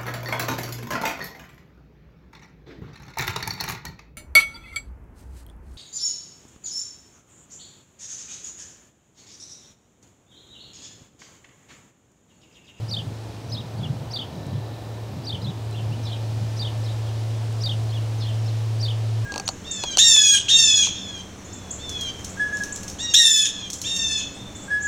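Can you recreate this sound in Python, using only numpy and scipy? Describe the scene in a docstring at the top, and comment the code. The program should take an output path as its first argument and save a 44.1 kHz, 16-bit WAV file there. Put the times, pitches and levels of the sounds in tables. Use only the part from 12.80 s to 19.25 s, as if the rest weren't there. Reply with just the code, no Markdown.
"""A distant motor hum and a gust on the microphone open the scene, and at once a small bird chirps.
Place: a raptor's nest platform in open marsh grass, heard by a fixed outdoor microphone.
The chirps are gliding whistles with faint overtones and an echo tail, repeated from a few set shapes.
An insect trills in falling pulses, nest twigs click, and the steady-pitched low hum, uneven under the early
gusts, swells later. Gusts, grass hiss and far rumble are coloured noises, each with its own level curve."""
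import sys
import numpy as np
from scipy import signal
from scipy.fft import rfft, irfft
from scipy.io import wavfile
from scipy.ndimage import uniform_filter1d

SR = 44100
rng = np.random.default_rng(int(sys.argv[2]) if len(sys.argv) > 2 else 0)


def persist_wave(psi):
    """Save psi, clipped to +-1, as 16-bit WAV."""
    counts = np.round(np.clip(psi, -1, 1) * 32767).astype(np.int16)
    wavfile.write(sys.argv[1], SR, np.atleast_2d(counts).T)


N = 284445  # length [samples]


def undb(db):
    """Decibels to amplitude gain."""
    return 10 ** (np.asarray(db, float) / 20)


def curve(table):
    """A (time [s], value) table drawn as straight lines through every sample."""
    s, value = np.transpose(table)
    return np.interp(np.arange(N) / SR, s, value)


def walk(rate, size=N):
    """Random levels held for 1 / rate seconds and smoothed twice; spread near 1."""
    hold = int(SR / rate)
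    steps = np.repeat(rng.standard_normal(size // hold + 1), hold)
    smooth = uniform_filter1d(uniform_filter1d(steps, hold), hold)
    return 1.362 * smooth[:size]  # restores the spread lost in smoothing


def noise(spectrum, flicker_db, rate, lo_hz, hi_hz):
    """Coloured noise whose overlapping bands flicker independently; rms 1 between lo_hz and hi_hz."""
    hz = np.fft.rfftfreq(N, 1 / SR) + 1e-3  # keeps the logarithm finite at 0 Hz
    points_hz, points_db = np.transpose(spectrum)
    colour_db = np.interp(np.log(hz), np.log(points_hz), points_db, left=-90, right=-90)
    coloured = rfft(rng.standard_normal(N)) * undb(colour_db)
    out = np.zeros(N)
    for centre in np.arange(4, 15, .5):  # octaves above 1 Hz
        share = np.clip(1 - 2 * abs(np.log2(hz) - centre), 0, 1)  # triangles that sum to one
        band = irfft(coloured * share, N)
        out += band * undb(flicker_db * walk(rate))
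    inside = rfft(out) * ((hz > lo_hz) & (hz < hi_hz))
    return out / np.std(irfft(inside, N))


# Chirp shapes, each a list of whistled strokes with rows
# (time after the start [s], pitch before the call's factor [Hz], level relative to the call [dB]);
# a fourth number in a last row is the count of flutter turns that end the stroke
WARBLE = [
    [(.006, 4600, -22), (.013, 4900, -16), (.024, 5200, -14), (.031, 5600, -14), (.034, 5700, -30)],
    [(.010, 5300, -26), (.022, 5650, -17), (.030, 6000, -15), (.034, 6100, -30)],
    [(.032, 3500, -26), (.036, 4000, -11), (.041, 4700, -2), (.048, 4800, -2), (.054, 4470, -5),
     (.059, 4820, -2), (.065, 3680, -3), (.0755, 3600, 0), (.079, 4600, -10), (.087, 2900, -22)],
    [(.089, 2980, -20), (.093, 3140, -7), (.097, 3290, 0), (.103, 3530, -6), (.112, 3740, -9),
     (.117, 3100, -7), (.123, 3000, -5), (.126, 3380, -9, 3)],
]
HIGH_WARBLE = [
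    [(.008, 6100, -26), (.018, 5750, -11), (.033, 6250, -16)],
    [(.018, 4800, -24), (.026, 5100, -13), (.033, 5700, -16)],
    [(.033, 3600, -22), (.036, 3880, -5), (.043, 5150, -1), (.050, 5020, 0), (.056, 5380, -2),
     (.062, 4250, -5), (.068, 3720, -2), (.073, 4350, -3), (.082, 3050, -12)],
    [(.082, 3050, -14), (.087, 3400, -5), (.105, 3800, -3), (.112, 3980, -10), (.118, 3700, -7),
     (.131, 2880, -13), (.136, 2800, -26)],
]
BURR = [
    [(.006, 6400, -24), (.016, 6000, -14), (.026, 5450, -13), (.044, 4900, -5), (.052, 4150, -7),
     (.066, 4100, -7), (.080, 4100, -20)],
    [(.030, 3700, -20), (.042, 4250, -3), (.054, 3530, -5), (.070, 3320, -5), (.080, 2900, -14),
     (.089, 3150, -4), (.101, 3280, -2), (.107, 3950, -4), (.114, 3200, -1), (.124, 2920, -6),
     (.150, 2720, -18)],
]
LOW_WARBLE = [
    [(.006, 4400, -24), (.014, 3950, -10), (.028, 4050, -7), (.033, 4250, -10), (.038, 3900, -24)],
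    [(.036, 2900, -20), (.048, 3050, -5), (.066, 3560, -6), (.072, 3280, -5), (.086, 3330, 0),
     (.092, 2950, -7), (.100, 2750, -6), (.107, 3300, -7, 2)],
]
BROKEN_WARBLE = [
    [(.012, 3300, -22), (.024, 4750, -16), (.038, 4400, -16), (.045, 3400, -16), (.056, 3500, -14),
     (.064, 3000, -20)],
    [(.068, 3300, -16), (.072, 3450, -2), (.086, 3400, 0), (.096, 2800, -6), (.104, 2800, -4),
     (.108, 3250, -7, 2)],
]
SLIDE = [
    [(.000, 2600, -16), (.008, 2650, -2), (.028, 3050, 0), (.036, 3050, -4), (.042, 2900, -20)],
]
# Calls at the nest: (start time [s], shape, level [dB], pitch factor,
# treble lean [dB per octave over 4 kHz, for one octave], hoarseness [0-1], echo relative to the call [dB])
CHIRPS = [(0.0739, WARBLE, -26.5, 1, -5, 0.14, -10), (0.683, HIGH_WARBLE, -34, 1, 1.5, 0.23, -8.5),
          (0.9602, BROKEN_WARBLE, -37.5, 1, .1, .3, -10), (1.2974, WARBLE, -28, 0.99, -2, 0.26, -8),
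          (1.730, SLIDE, -54, 1.14, .1, .2, -10), (2.431, WARBLE, -29.5, 0.99, -6, 0.31, -9.5),
          (2.5817, HIGH_WARBLE[2:], -36, 1, -39, 0.28, -10), (2.9007, LOW_WARBLE, -45.5, 0.99, 8, 0.84, -1),
          (3.110, SLIDE, -46.5, 0.98, .1, 0.02, -6), (3.2197, BURR, -39, 1, -2, .7, 1.5),
          (3.756, WARBLE, -30, 1, 1, 0.18, -9), (3.9988, HIGH_WARBLE, -41, 1.01, -11, 0.2, -6),
          (4.198, BROKEN_WARBLE[1:], -48, .97, .1, 0.28, -6), (4.7984, WARBLE, -26.5, 1, 3, 0.23, -10),
          (5.0798, LOW_WARBLE, -39, 1.02, 10, 0.4, -20), (5.3703, BURR, -39, 1, -1, .5, .1),
          (5.618, HIGH_WARBLE[2:3], -41.5, 1.04, -16, 0.4, -10),
          (5.9892, WARBLE, -29.5, 0.99, 8, 0.14, -7.5)]


def birds():
    """Small birds whistle the set shapes, each call at its moment and level."""
    out = np.zeros(N + SR)
    for s, shape, db, pitch, lean_db, hoarse, echo_db in CHIRPS:
        call = chirp(shape, pitch, lean_db, hoarse, echo_db)
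        start = int(s * SR)
        out[start:start + len(call)] += undb(db) * call
    return out[:N]


# Second and third partials of the whistle, before fast glides lift them: (level [dB], level [dB])
OVERTONES_DB = (-37, -41)
ECHO_T60_S = .28


def chirp(shape, pitch, lean_db, hoarse, echo_db):
    """Gliding whistles; hoarseness shakes pitch and level; nest and grass scatter the call as a noise tail."""
    t = np.arange(int(.45 * SR)) / SR
    out = np.zeros(len(t))
    for stroke in shape:
        s, glide, db = np.transpose(stroke[:-1] + flutter(*stroke[-1]))
        # softly sung strokes are the least steady
        shake = hoarse + .15 * (max(db) < -8)
        smooth_hz = uniform_filter1d(np.interp(t, s, pitch * glide), size=40)
        hz = smooth_hz * (1 + .06 * shake * walk(450, size=len(t)))
        # negative lean softens the part of a call above 4 kHz, positive lean brightens it
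        lean = lean_db * np.clip(np.log2(hz / 4000), 0, 1)
        level_db = np.interp(t, s, db, left=-90, right=-90) + lean
        gain = uniform_filter1d(undb(level_db + 4 * shake * walk(300, size=len(t))), size=40)
        phase = 2 * np.pi * np.cumsum(hz) / SR
        # overtones flare in fast glides: 1 dB per 12000 Hz/s, up to 13 dB
        glide_speed = abs(np.gradient(np.interp(t, s, glide))) * SR
        lift = undb(np.clip(glide_speed / 12000, 0, 13))
        overtones = sum(undb(d) * np.sin((k + 2) * phase) for k, d in enumerate(OVERTONES_DB))
        out += np.sqrt(2) * gain * (np.sin(phase) + lift * overtones)
    decay = np.exp(-np.log(1000) * t / ECHO_T60_S)
    tail = rng.standard_normal(len(t)) * decay * np.clip(t / 0.0019, 0, 1)
    # a distant, hoarse call arrives by many short paths
    tail *= 1 + 2.5 * hoarse * np.exp(-t / .012)
    echo = signal.fftconvolve(out, tail / np.linalg.norm(tail))[:len(t)]
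    return out + undb(echo_db) * echo


FLUTTER_S, FLUTTER_DROP_HZ = .0105, 700  # one turn; trough under crest, before the pitch factor
FLUTTER_FADE_DB, FLUTTER_DIP_DB = -4, -8  # per turn; trough relative to its crest


def flutter(s, hz, db, count=0):
    """The fading shiver that ends a warble: crests and lower, softer troughs; a plain point if no turns."""
    crests = [(s + k * FLUTTER_S, hz, db + k * FLUTTER_FADE_DB) for k in range(max(count, 1))]
    troughs = [(s + FLUTTER_S / 2, hz - FLUTTER_DROP_HZ, db + FLUTTER_DIP_DB)
               for s, _, db in crests[:count]]
    return sorted(crests + troughs)


# Insect trill as the peak of the tone at pulse height, before the overall gain of 6 dB: (time [s], level [dB])
TRILL = [(1.47, -70), (1.56, -54), (1.9, -54), (2.12, -56), (2.25, -62), (2.45, -66)]
TRILL_RATE_HZ, TRILL_FIRST_S = 38.93, 1.530  # wing strokes per second; the centre of one stroke
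TRILL_HZ, TRILL_FALL_HZ = 3930, 220  # pitch at mid stroke; fall over 0.3 of a stroke period


def insect():
    """Even wing strokes, each a short tone that slides down."""
    t = np.arange(N) / SR
    stroke = ((t - TRILL_FIRST_S) * TRILL_RATE_HZ + .5) % 1 - .5  # periods from the pulse centre
    hz = TRILL_HZ - TRILL_FALL_HZ * stroke / .3 + 25 * walk(30)
    pulse = np.exp(-(stroke / .19) ** 2)
    level_db = curve(TRILL) - 60 * (t > TRILL[-1][0])  # 60 dB down after the last row
    tone = np.sin(2 * np.pi * np.cumsum(hz) / SR)
    return 2 * undb(level_db + 1.2 * walk(40)) * pulse * tone


# Twig ticks of the nest: (time [s], level before decay [dB], pitch [Hz])
TICKS = [(1.6671, -30, 7620), (2.911, -28, 8370), (4.727, -29, 8650)]


def ticks():
    """Dry twigs of the nest click: high tones that die in a fraction of a millisecond."""
    out = np.zeros(N + SR)
    t = np.arange(300) / SR
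    for s, db, hz in TICKS:
        start = int(s * SR)
        out[start:start + len(t)] += undb(db) * np.exp(-t / .00012) * np.sin(2 * np.pi * hz * t)
    return out[:N]


# Distant motor, rms of its fundamental at the microphone: (time [s], level [dB])
HUM = [(0.0, -31), (0.45, -34.5), (0.54, -40), (0.64, -39.5), (1.0, -35), (1.5, -46), (1.9, -33.5),
       (2.0, -36.5), (2.24, -32), (2.4, -35.5), (3.08, -26.5), (3.35, -29), (3.5, -26), (4.3, -26),
       (5.3, -24), (6.45, -22.5)]
# Faint partials of the motor: (multiple of the fundamental, rms level [dB])
HUM_PARTIALS = [(3, -62.5), (12, -68), (16, -65.5), (22, -68)]
HUM_HZ = 110.77


def hum():
    """A nearly pure low drone of uneven level that grows stronger, with a few faint partials."""
    phase = 2 * np.pi * np.cumsum(HUM_HZ + 0.148 * walk(2)) / SR
    fundamental = undb(curve(HUM) + 0.44 * walk(9)) * np.sin(phase)
    partials = sum(undb(db + 2.8 * walk(3.19)) * np.sin(k * phase) for k, db in HUM_PARTIALS)
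    return np.sqrt(2) * (fundamental + partials)


# Gusts on the microphone, rms from 127 to 233 Hz: (time [s], level [dB])
GUST = [(0.0, -39.5), (0.14, -42.5), (0.27, -34), (0.38, -52.5), (0.75, -34), (0.86, -41.5), (1.1, -34.5),
        (1.45, -40), (1.62, -36.5), (1.74, -27.5), (1.87, -43.5), (2.24, -55), (2.34, -33.5), (2.44, -42),
        (2.7, -29), (2.78, -46), (3.12, -36), (3.38, -52.5), (3.54, -42.5), (3.9, -47), (3.99, -44),
        (4.1, -65), (4.92, -41.5), (5.25, -49), (6.45, -60)]
# Colour of the buffeting: (frequency [Hz], relative level per Hz [dB])
BUFFET = [(25, -30), (45, -12), (70, -9), (100, 11), (140, 8.5), (200, 1.5), (300, -9.5), (450, -39)]


def gusts():
    """Wind buffets the microphone: low noise with strongly flickering bands."""
    return undb(curve(GUST)) * noise(BUFFET, flicker_db=4.0, rate=14, lo_hz=127.0, hi_hz=233)


# Breeze in the grass, rms from 5.5 to 9 kHz: (time [s], level [dB])
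BREEZE = [(0.0, -57.5), (2.21, -59), (3.36, -55), (3.68, -53.5), (6.45, -53)]
# Colour of the grass hiss: (frequency [Hz], relative level per Hz [dB])
GRASS = [(1000, -3.5), (2000, -2), (3000, 1), (5000, -0.5), (7000, -5), (9000, -9), (12000, -18.5),
         (16000, -28)]


def grass():
    """The breeze makes the grass hiss: high noise that flickers slightly."""
    return undb(curve(BREEZE)) * noise(GRASS, flicker_db=.6, rate=10, lo_hz=5500, hi_hz=9000)


# Slow swell of the far marsh, rms from 300 to 1500 Hz: (time [s], level [dB])
MARSH_DB = [(0.0, -44.5), (1.35, -42), (5.19, -41.5), (6.45, -43)]
# Colour of the far rumble and hiss: (frequency [Hz], relative level per Hz [dB])
MARSH = [(20, -10), (40, -15.5), (80, 9), (150, -3), (290, 0.5), (630, -1.5), (870, -4.5), (1080, -10),
         (1310, -14), (2200, -21), (4050, -22.5), (8000, -48), (12000, -34), (16500, -36)]


def marsh():
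    """Far rumble and hiss behind everything: nearly steady noise, strongest in the low range."""
    return undb(curve(MARSH_DB)) * noise(MARSH, flicker_db=.4, rate=6, lo_hz=300, hi_hz=1500)


def scene():
    """Birds, insect, twigs and hum over wind, grass and far rumble, on one channel."""
    foreground = birds() + insect() + ticks()
    background = hum() + gusts() + grass() + marsh()
    return (foreground + background)[None]


TOP_HZ = 15710


def record(dry):
    """The recorder cuts the top steeply: an elliptic low-pass, 0.2 dB ripple and 80 dB rejection."""
    return signal.sosfilt(signal.ellip(12, .2, 80, TOP_HZ, fs=SR, output="sos"), dry)


dry = scene()
out = record(dry)
persist_wave(out)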